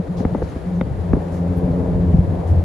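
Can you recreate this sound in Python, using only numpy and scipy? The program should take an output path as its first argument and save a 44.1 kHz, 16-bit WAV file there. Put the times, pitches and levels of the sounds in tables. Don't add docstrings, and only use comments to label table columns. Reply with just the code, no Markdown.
import sys
import numpy as np
from scipy import signal
from scipy.fft import rfft, irfft
from scipy.io import wavfile

SR = 44100
rng = np.random.default_rng(int(sys.argv[2]) if len(sys.argv) > 2 else 0)


def store_wav(level_fs):
    pcm = np.round(np.clip(np.atleast_2d(level_fs), -1, 1) * 32767)
    wavfile.write(sys.argv[1], SR, pcm.T.astype(np.int16))


N = 116424
LOW_LEFT_DB = 1.36


def amp(db):
    return 10 ** (np.asarray(db) / 20)


def unit(x):
    return x / np.sqrt(np.mean(x ** 2) + 1e-20)


def curve(points):
    return np.interp(np.arange(N) / SR, *np.transpose(points))


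def read(points, hz):
    f, value = np.transpose(points)
    return np.interp(np.log(hz + 1), np.log(f + 1), value)


def add(mix, start, sound):
    part = mix[:, max(round(start * SR), 0):][:, :sound.shape[-1]]
    part += sound[..., :part.shape[1]]


def pan(left_db):
    return amp(np.array([[.5], [-.5]]) * left_db)


def wander(top_hz):
    hz = np.fft.rfftfreq(N, 1 / SR)
    return unit(irfft(rfft(rng.standard_normal(N)) / (1 + (hz / top_hz) ** 4), N))


def noise(gain, likeness=None):
    # frequency in Hz, likeness of left and right (held within -1 to 1 below).
    likenesses = [(30, 1.5), (85, 0.6), (170, 0.8), (250, 1.05), (390, 0.61), (630, 0.57), (1000, 0.16),
                  (1400, -0.1), (2000, 0.65), (2700, 0.5), (4500, 0.23), (6400, 0.43), (8300, -0.94),
                  (10000, 0.6), (12000, 2.7)]
    # frequency in Hz, left minus right in dB.
    balance = [(30, .6), (80, 3.7), (250, 0.26), (500, 4.4), (1000, 4), (2000, 1.4), (4000, 4.4),
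               (8000, .6), (14000, .6)]
    hz = np.fft.rfftfreq(N, 1 / SR)
    left, other = rfft(rng.standard_normal((2, N)))
    alike = np.clip(read(likenesses, hz) if likeness is None else likeness, -1, 1)
    right = alike * left + np.sqrt(1 - alike ** 2) * other
    return unit(irfft(np.array([left, right]) * gain(hz) * pan(read(balance, hz)), N))


def rush(spectrum, level, shake_db, shake_hz):
    return noise(lambda hz: amp(read(spectrum, hz))) * amp(curve(level) + shake_db * wander(shake_hz))


def swell(u):
    return (u / 2) ** 2 * np.exp(2 - u)


def ring(modes, t, rise_s, scatter=0):
    tone = 0
    for hz, db, t60 in modes:
        detune = 1 + scatter * rng.standard_normal()
        tone += amp(db - 60 * t / t60) * np.sin(2 * np.pi * hz * detune * t)
    return (1 - np.exp(-t / rise_s)) ** 2 * tone


def engine():
    # time in seconds, rate in Hz.
    firing = [(0, 89.02), (.35, 88.57), (.7, 87.94), (1.2, 87.5), (1.8, 87.28), (2.4, 86.76), (2.64, 86.5)]
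    # time in seconds, level in dB.
    boom = [(0, -36.5), (.9, -35.5), (1.08, -24.5), (1.25, -33.5), (1.4, -26), (1.85, -26.5), (2.08, -22.5),
            (2.29, -25), (2.44, -29), (2.495, -12.5), (2.55, -14), (2.64, -16.5)]
    drone = [(0, -16.5), (.055, -52), (.1, -25.5), (.15, -32.5), (.2, -28), (.29, -26), (.335, -21.5),
             (.4, -37), (.62, -43.5), (.68, -21), (.8, -22.5), (.87, -43), (1.05, -28.5), (1.25, -28.5),
             (1.45, -24), (1.78, -23), (1.87, -25), (2.03, -24.5), (2.11, -22.5), (2.2, -17.5),
             (2.29, -30.5), (2.345, -23.5), (2.405, -21), (2.45, -48), (2.57, -21), (2.64, -29.5)]
    hum = [(0, -46), (1.25, -44), (1.4, -34), (1.8, -29), (1.95, -30.5), (2.64, -49.5)]
    # harmonic number, level in dB against the third.
    overtones = [(4, -8), (5, -5), (6, -10.5), (7, -12)]
    turns = np.cumsum(curve(firing) * (1 + .011 * wander(top_hz=17.4))) / SR
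    harmonics = [(1, curve(boom)), (2, curve(drone)), (3, curve(hum))]
    harmonics += [(round(k), curve(hum) + db) for k, db in overtones]
    tone = np.zeros(N)
    for k, db in harmonics:
        drift_turns = .08 * np.sqrt(k - 1) * wander(top_hz=19)
        flutter_db = 3 * wander(top_hz=21.8)
        tone += amp(db + flutter_db) * np.sin(2 * np.pi * (k * turns + drift_turns + rng.random()))
    return np.sqrt(2) * tone * pan(LOW_LEFT_DB)


def road_rumble():
    # frequency in Hz, relative level in dB.
    spectrum = [(15, -42), (30, -29.5), (48, -0.5), (70, 4), (110, -1.5), (160, 1), (220, -11),
                (320, -14.5), (600, -34), (2000, -95.5)]
    # time in seconds, level in dB.
    level = [(0, -45), (.14, -30.5), (.22, -25), (.35, -28), (.53, -26.5), (.62, -36), (.92, -26),
             (1.1, -27.5), (1.169, -15), (1.23, -37), (1.31, -36), (1.37, -28), (1.6, -29), (1.87, -21.5),
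             (2.03, -21), (2.12, -22.5), (2.29, -24), (2.38, -21), (2.64, -23.5)]
    return rush(spectrum, level, shake_db=3.5, shake_hz=15.8)


def tyre_roar():
    # frequency in Hz, relative level in dB.
    spectrum = [(60, -31), (200, -11.5), (300, -1.5), (520, 0), (720, -6.5), (1000, -13.5), (1400, -28.5),
                (2500, -57.5), (6000, -80)]
    # time in seconds, level in dB.
    level = [(0, -33), (.1, -35.5), (.21, -28), (.3, -31), (.5, -36.5), (.68, -34.5), (.95, -34),
             (1.15, -29.5), (1.3, -30), (1.5, -30.5), (1.8, -28), (2.05, -30.5), (2.3, -30.5), (2.4, -28),
             (2.64, -31)]
    return rush(spectrum, level, shake_db=.33, shake_hz=44)


def air_hiss():
    # frequency in Hz, relative level in dB.
    spectrum = [(100, -20.5), (700, 0), (1200, 3), (1700, 1), (2800, -9.5), (4500, -13), (6000, -19.5),
                (7200, -16), (8300, -18.5), (9500, -19), (10600, -21), (11800, -31), (14500, -32.5),
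                (16000, -38)]
    # time in seconds, level in dB.
    level = [(0, -49), (.5, -44.5), (.7, -47.5), (1.3, -46), (2.1, -47), (2.5, -46.5), (2.64, -47)]
    return rush(spectrum, level, shake_db=.66, shake_hz=30)


def rubs(events):
    out = np.zeros((2, N))
    for start, length, db, centre_hz, octaves in events:
        progress = np.arange(0, length, 1 / SR) / length
        arch = np.sin(np.pi * progress ** .49)
        band = noise(lambda hz: np.exp(-.5 * (np.log2((hz + 1) / centre_hz) / octaves) ** 2))
        add(out, start, amp(db) * arch * band[:, :len(arch)])
    return out


def rustles():
    # start in seconds, length in seconds, level in dB, centre in Hz, width in octaves.
    events = [(.168, 0.08, -49, 4400, 0.66), (.425, 0.053, -55, 4960, 0.43), (.47, .1, -60, 4000, 0.38),
              (1.315, 0.11, -55, 6260, 0.54), (1.565, .04, -56, 11100, 0.23), (2.47, .06, -56, 6900, 0.49)]
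    return rubs(events)


def trim_crack(t, pitch_hz):
    # share of the crack's pitch, level in dB, seconds to fall 60 dB.
    snap_modes = [(.68, 11, 0.0083), (1, 4.5, 0.012)]

    def grit_band(hz):
        return hz / (hz + 300) / (1 + hz / pitch_hz) / np.sqrt(1 + (hz / pitch_hz) ** 6.4)

    burst = swell(t / .00085)
    grit = noise(grit_band, likeness=.5)[:, :len(t)] * burst
    modes = [(share * pitch_hz, db, t60) for share, db, t60 in snap_modes]
    snap = np.array([ring(modes, t, rise_s=.00048, scatter=.028) for side in range(2)])
    return snap + amp(-4.5) * unit(grit) * np.sqrt(np.mean(burst ** 2))


def knock(t, hz, rise_cycles):
    sag = .12
    turns = np.log1p(sag * hz * t) / sag
    return swell(2 * t * hz / rise_cycles) * np.sin(2 * np.pi * turns)


def bumps():
    # start in seconds, thud level in dB, knock level in dB, knock pitch in Hz, knock rise in
    # cycles, panel level in dB, panel speed as a ratio, crack level in dB, crack pitch in Hz.
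    hits = [(.2025, -25, -15, 275, 1.6, -39, 1.7, -35, 1500),
            (0.2500, -11, -7.5, 230, 0.71, -21, 0.98, -25.5, 1800),
            (.316, -39, -18.5, 171, 1.7, -38, 1.1, -46, 1500),
            (0.3481, -21, -13, 294, 2, -16.5, 1.133, -35, 1610),
            (0.3553, -38, -33, 230, 0.92, -41, 0.73, -37.5, 1750),
            (.418, -22, -14.5, 570, 2.1, -31, .9, -34, 1570),
            (0.4238, -12.5, -10, 528, 1.16, -24, 1.13, -30.5, 1750),
            (0.559, -19, -17.5, 318, 1.5, -35, 1, -48, 1300),
            (0.811, -18.5, -12, 239, 0.86, -19.5, 1.11, -22, 2050),
            (0.901, -17.5, -14.5, 130.4, 1.3, -56, 1, -66, 990),
            (1.1321, -6, -6, 283, 1.36, -16.5, 0.913, -22, 1584),
            (1.1543, -23, -26, 304, 1.1, -29, 1.3, -38, 1740),
            (1.166, -19, -16, 368, 1.6, -27.5, 1.1, -55, 1200),
            (1.943, -13.5, -15.5, 204, 1.03, -30.5, 1.1, -49, 793),
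            (2.138, -4.5, -6.5, 204.7, 2.2, -35, .8, -50, 452),
            (2.182, -4, -6, 141.6, 0.99, -27, 0.9, -37, 402)]
    # frequency in Hz, level in dB, seconds to fall 60 dB.
    cabin_modes = [(72, 5.5, 0.079), (87.3, 3.5, 0.032), (126, -10.5, 0.077), (170.5, -3.5, 0.074)]
    panel_modes = [(375, -1.5, 0.047), (476, 10.5, 0.026), (753, 12, 0.013), (1040, -10, 0.012),
                   (1310, -23, 0.024)]
    out, t = np.zeros((2, N)), np.arange(SR // 4) / SR
    for start, thud_db, knock_db, knock_hz, cycles, panel_db, panel_speed, crack_db, crack_hz in hits:
        crack = trim_crack(t, crack_hz)
        thud = ring(cabin_modes, t, rise_s=.0031)
        panel = ring(panel_modes, t * panel_speed, rise_s=.00088, scatter=.033)
        add(out, start, amp(crack_db) * crack * pan(left_db=3.5))
        add(out, start, amp(panel_db) * panel * pan(left_db=4))
        add(out, start + .001, amp(knock_db) * knock(t, knock_hz, cycles) * pan(LOW_LEFT_DB))
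        add(out, start + .0043, amp(thud_db) * thud * pan(LOW_LEFT_DB))
    return out


def cabin_echo(x, wet_db=-15.5, t60=.16, top_hz=930):
    t = np.arange(SR // 4) / SR
    tail = rng.standard_normal((2, len(t))) * amp(-60 * t / t60)
    tail = signal.lfilter(*signal.butter(1, top_hz, fs=SR), tail / np.linalg.norm(tail[0]))
    return x + amp(wet_db) * signal.fftconvolve(x, tail, axes=1)[:, :N]


def squeaks(width_octaves=.0077):
    # start in seconds, length in seconds, level in dB, pitch in Hz.
    events = [(0.342, .08, -68, 6320), (0.486, 0.04, -59, 6340), (.752, .045, -65, 6200)]
    return rubs([(*row, width_octaves) for row in events])


def scene():
    bed = road_rumble() + tyre_roar() + air_hiss()
    return engine() + bed + cabin_echo(bumps()) + rustles() + squeaks()


def record(dry, ceiling=.95, top_hz=15700):
    rounded = dry / (1 + (dry / ceiling) ** 8) ** (1 / 8)
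    lowpass = signal.firwin(511, top_hz, window=("kaiser", 9), fs=SR)
    return signal.oaconvolve(rounded, lowpass[None], "same", axes=1)


dry = scene()
out = record(dry)
store_wav(out)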